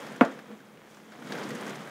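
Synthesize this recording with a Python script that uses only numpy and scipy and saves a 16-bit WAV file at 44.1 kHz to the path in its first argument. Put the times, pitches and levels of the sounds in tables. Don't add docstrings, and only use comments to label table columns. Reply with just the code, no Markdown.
import sys
import numpy as np
from scipy import signal
from scipy.fft import rfft, irfft, next_fast_len
from scipy.io import wavfile

SR = 44100
rng = np.random.default_rng(int(sys.argv[2]) if len(sys.argv) > 2 else 0)


def store_wav(level_fs):
    pcm = np.round(np.clip(np.atleast_2d(level_fs), -1, 1) * 32767)
    wavfile.write(sys.argv[1], SR, pcm.T.astype(np.int16))


N = 83790
TIME = np.arange(N) / SR
BUMP_S = .2095
BEND_DELAY_S = .0011


def from_db(db):
    return 10 ** (np.asarray(db) / 20)


def rms_one(x):
    return x / np.sqrt(np.mean(x ** 2) + 1e-20)


def drift(rate_hz):
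    step, settle = 40, 2000
    pole = np.exp(-2 * np.pi * rate_hz * step / SR)
    white = rng.standard_normal(N // step + settle + 2)
    slow = signal.lfilter([1], [1, -2 * pole, pole * pole], white)[settle:]
    return np.interp(np.arange(N) / step, np.arange(len(slow)), rms_one(slow))


def colour(x, spectrum):
    size = 2 * next_fast_len(N)
    hz, db = np.transpose(spectrum)
    log_hz = np.log(np.maximum(np.arange(size // 2 + 1) * SR / size, 1))
    log_gain = np.log(from_db(np.interp(log_hz, np.log(hz), db)))
    bass_rolloff = 2 * np.minimum(log_hz - np.log(hz[0]), 0)
    cepstrum = irfft(log_gain + bass_rolloff)
    cepstrum[1:size // 2] *= 2
    cepstrum[size // 2 + 1:] = 0
    return rms_one(irfft(rfft(x, size) * np.exp(rfft(cepstrum)))[:N])


def noise(spectrum):
    return colour(rng.standard_normal(N), spectrum)


def decay(start_s, t60_s):
    return (TIME >= start_s) * from_db(-60 * np.maximum(TIME - start_s, 0) / t60_s)


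def ring(start_s, hz, t60_s):
    return decay(start_s, t60_s) * np.sin(2 * np.pi * hz * (TIME - start_s))


def drop_clicks(per_s, spread_db):
    sizes = from_db(spread_db * np.minimum(rng.exponential(1, N), 5))
    signs = rng.choice([-1, 1], N)
    return rms_one(sizes * signs * (rng.random(N) < per_s / SR))


def downpour(level_db, flutter_db, grain_gain):
    # (frequency [Hz], level [dB])
    roar_spectrum = [(100, -15), (150, -12), (300, -2), (480, -1.5), (650, -3.5), (900, -5.5), (1600, -8),
                     (2200, -10.5), (2700, -17.5), (3300, -15), (4300, -26), (8000, -37), (16000, -58)]
    grains = drop_clicks(per_s=1500, spread_db=3.5)
    wash = colour(rng.standard_normal(N) + grain_gain * grains, roar_spectrum)
    return from_db(level_db + flutter_db * drift(rate_hz=5)) * wash


def wind_rumble(level_db):
    # (frequency [Hz], width [Hz], level [dB])
    resonances = [(146.5, 13.6, -4.5), (179, 28, -9.5), (212.2, 17.4, 0.5), (266, 26, -4.5),
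                  (342, 62, -10.5), (390, 53, -20), (480.5, 20, -7)]
    rumble = 0
    for hz, width_hz, db in resonances:
        radius = np.exp(-np.pi * width_hz / SR)
        feedback = [1, -2 * radius * np.cos(2 * np.pi * hz / SR), radius * radius]
        mode = signal.lfilter([1, 0, -1], feedback, rng.standard_normal(N))
        rumble += from_db(db) * rms_one(mode)
    band = signal.butter(4, [125, 700], "band", fs=SR, output="sos")
    return from_db(level_db) * rms_one(signal.sosfilt(band, rumble))


def patter(level_db, spray_db, flutter_db, flicker_db):
    # (frequency [Hz], level [dB])
    patter_spectrum = [(1000, -18), (2500, 3.5), (4200, -0.5), (6500, 0), (9000, -6), (12000, -10),
                       (16000, -14.5)]
    edges_hz = np.geomspace(1000, 16000, 9)
    drops = 0
    for low_hz, high_hz in zip(edges_hz, edges_hz[1:]):
        band = signal.butter(2, [low_hz, high_hz], "band", fs=SR, output="sos")
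        impacts = drop_clicks(per_s=900, spread_db=1.5)
        spray = from_db(spray_db) * rng.standard_normal(N)
        drops += signal.sosfilt(band, impacts + spray) * from_db(flicker_db * drift(rate_hz=34))
    return from_db(level_db + flutter_db * drift(rate_hz=45)) * colour(drops, patter_spectrum)


def heavy_drops():
    # (time [s], ping [Hz], tap and ping level [dB], splash centre [Hz], splash [dB])
    hits = [(.066, 1860, -41, 5750, -48), (.121, 1107, -68, 8000, -54), (.161, 1570, -38, 7900, -52),
            (.25, 1390, -48, 4900, -43), (0.39, 1610, -38, 4900, -54.5), (0.603, 1560, -46, 4100, -63),
            (0.773, 2930, -56, 2980, -56), (0.874, 1320, -48, 5280, -71), (0.945, 1390, -49, 5660, -54.5),
            (0.9716, 1160, -46.5, 5100, -61), (1.122, 1470, -46, 4800, -55), (1.2238, 1500, -36, 4100, -70),
            (1.2717, 1450, -37, 5100, -51), (1.3215, 1550, -32, 4600, -38), (1.3523, 1560, -32, 4000, -52),
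            (1.385, 1440, -38, 4800, -47), (1.433, 1110, -43, 4770, -40.5), (1.49, 1510, -48, 7160, -44.5),
            (1.5056, 1920, -32, 4500, -42), (1.55, 1450, -39, 7060, -44.5), (1.61, 1500, -43, 9000, -49),
            (1.6648, 1570, -37.5, 6000, -45), (1.679, 1920, -39, 6660, -47.5),
            (1.695, 1500, -42, 6570, -44), (1.706, 1430, -34, 4750, -56), (1.7555, 1430, -49, 7000, -46.5),
            (1.8742, 1600, -37, 5000, -57)]
    # (frequency [Hz], level [dB])
    tap_spectrum = [(300, 2.5), (900, -12.5), (1550, 2), (2300, -11), (4000, -23), (9000, -32)]
    # (frequency [multiple of centre], level [dB])
    splash_shape = [(.3, -16), (.7, -0.5), (1, 0.5), (1.4, -6), (3, -26)]
    tap_noise = noise(tap_spectrum)
    out = 0
    for start_s, ping_hz, hit_db, splash_hz, splash_db in hits:
        ping = from_db(hit_db - 3.5) * ring(start_s, ping_hz, t60_s=.038)
        tap = from_db(hit_db - 3) * decay(start_s, t60_s=.035) * tap_noise
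        splash_noise = noise([(multiple * splash_hz, db) for multiple, db in splash_shape])
        splash = from_db(splash_db - 1) * decay(start_s, t60_s=.054) * splash_noise
        out += ping + tap + splash
    return out


def crack():
    # (frequency [Hz], level [dB])
    pulse_spectrum = [(120, -15), (240, -1.5), (380, -4.5), (560, 7.5), (850, -2.5), (1350, 7.5),
                      (2000, -5.5), (2800, -9.5), (3700, -19), (4600, -47), (16000, -57)]
    pulse = colour(signal.unit_impulse(N), pulse_spectrum)
    hz = np.arange(N // 2 + 1) * SR / N
    lag_cycles = hz * BUMP_S + 2 * BEND_DELAY_S * np.sqrt(1000 * hz)
    chirp = irfft(rfft(pulse) * np.exp(-2j * np.pi * lag_cycles), N)
    return from_db(-3) * chirp / np.abs(chirp).max()


def bump(contact_cutoff_hz):
    # (frequency [Hz], relative level [dB], t60 [s])
    pane_modes = [(144, -34.5, 0.16), (217, -10, 0.051), (270, -6.5, 0.084), (271, -19.5, 0.21),
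                  (456.3, -24, 0.19), (545, -22, 0.084), (599, -24, 0.13), (665.4, -23, 0.17),
                  (718, -23, 0.079), (887, -24.5, 0.13), (1000, -30, 0.1), (1150, -17.5, 0.045),
                  (1210, -51, 0.039), (1405, -25, 0.065), (1550, -16, 0.036), (2025, -24, 0.022),
                  (2210, -35.5, 0.12), (2570, -31, 0.062)]
    # (frequency [Hz], level [dB])
    knock_spectrum = [(200, -1), (480, 28), (800, -8), (1350, 4), (1900, -20), (2600, -21), (3600, -40),
                      (6000, -60)]
    # (frequency [Hz], level [dB])
    rattle_spectrum = [(3000, -2), (6000, 0), (9000, -6), (12000, -2), (16000, -17)]
    # (frequency [Hz], level [dB])
    echo_spectrum = [(80, -36), (140, -4), (250, 7), (350, -1.5), (550, 4.5), (850, -6.5), (1450, -3),
                     (2200, -15.5), (3200, -25), (5000, -34.5), (15000, -52)]
    knock = from_db(-35) * decay(BUMP_S + BEND_DELAY_S, t60_s=.037) * noise(knock_spectrum)
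    modes = 0
    for k, (hz, db, t60_s) in enumerate(pane_modes):
        arrival_s = BUMP_S + BEND_DELAY_S * np.sqrt(1000 / hz)
        modes += (-1) ** k * from_db(db + 2.5) * ring(arrival_s, hz, t60_s)
    rebound = from_db(-17.5) * ring(BUMP_S + .018, hz=693, t60_s=.049)
    blunt_contact = signal.butter(4, contact_cutoff_hz, fs=SR, output="sos")
    pane = signal.sosfilt(blunt_contact, crack() + knock + modes + rebound)
    rattle = from_db(-44.5) * decay(BUMP_S, t60_s=.048) * noise(rattle_spectrum)
    build_up = np.clip((TIME - BUMP_S) / .0054, 0, 1)
    echo = from_db(-20) * build_up * decay(BUMP_S, t60_s=.25) * noise(echo_spectrum)
    return pane + rattle + echo


def scene():
    # (time [s], roar [dB], patter [dB], rumble [dB])
    gusts = [(0, -41.5, -53, -48.5), (.17, -45.5, -58.5, -48), (.3, -45, -59, -54), (.38, -48, -63, -49),
             (.44, -51, -63, -56.5), (.51, -49.5, -64.5, -45), (.6, -53.5, -65.5, -57),
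             (.8, -53.5, -68.5, -55), (.93, -53, -60.5, -62), (1.03, -53, -63, -56), (1.17, -49, -61, -56),
             (1.25, -45.5, -56.5, -44.5), (1.33, -39.5, -50.5, -42), (1.43, -38.5, -50.5, -40),
             (1.55, -39, -53, -38), (1.62, -38.5, -52, -49), (1.69, -40, -54, -43),
             (1.79, -41.5, -54.5, -47), (1.9, -41.5, -56.5, -48.5)]
    times_s, *levels_db = np.transpose(gusts)
    roar_db, patter_db, rumble_db = [np.interp(TIME, times_s, db) for db in levels_db]
    storm = downpour(roar_db - 1, flutter_db=1.1, grain_gain=.71) + wind_rumble(rumble_db + 1.5)
    drops = patter(patter_db - 1.5, spray_db=-3, flutter_db=.33, flicker_db=1.5) + heavy_drops()
    return (storm + drops + bump(contact_cutoff_hz=4100))[None]


def record(dry):
    # (frequency [Hz], level [dB])
    floor_spectrum = [(20, 6), (50, -3), (100, 16), (300, -9), (3000, -11), (16000, -4.5)]
    bass_hz, top_hz = 126, 15650
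    bass_cut = signal.butter(3, bass_hz, "high", fs=SR, output="sos")
    top_cut = signal.ellip(10, .1, 70, top_hz, fs=SR, output="sos")
    floor = from_db(-69.5) * noise(floor_spectrum)
    return signal.sosfilt(top_cut, signal.sosfilt(bass_cut, dry) + floor)


dry = scene()
out = record(dry)
store_wav(out)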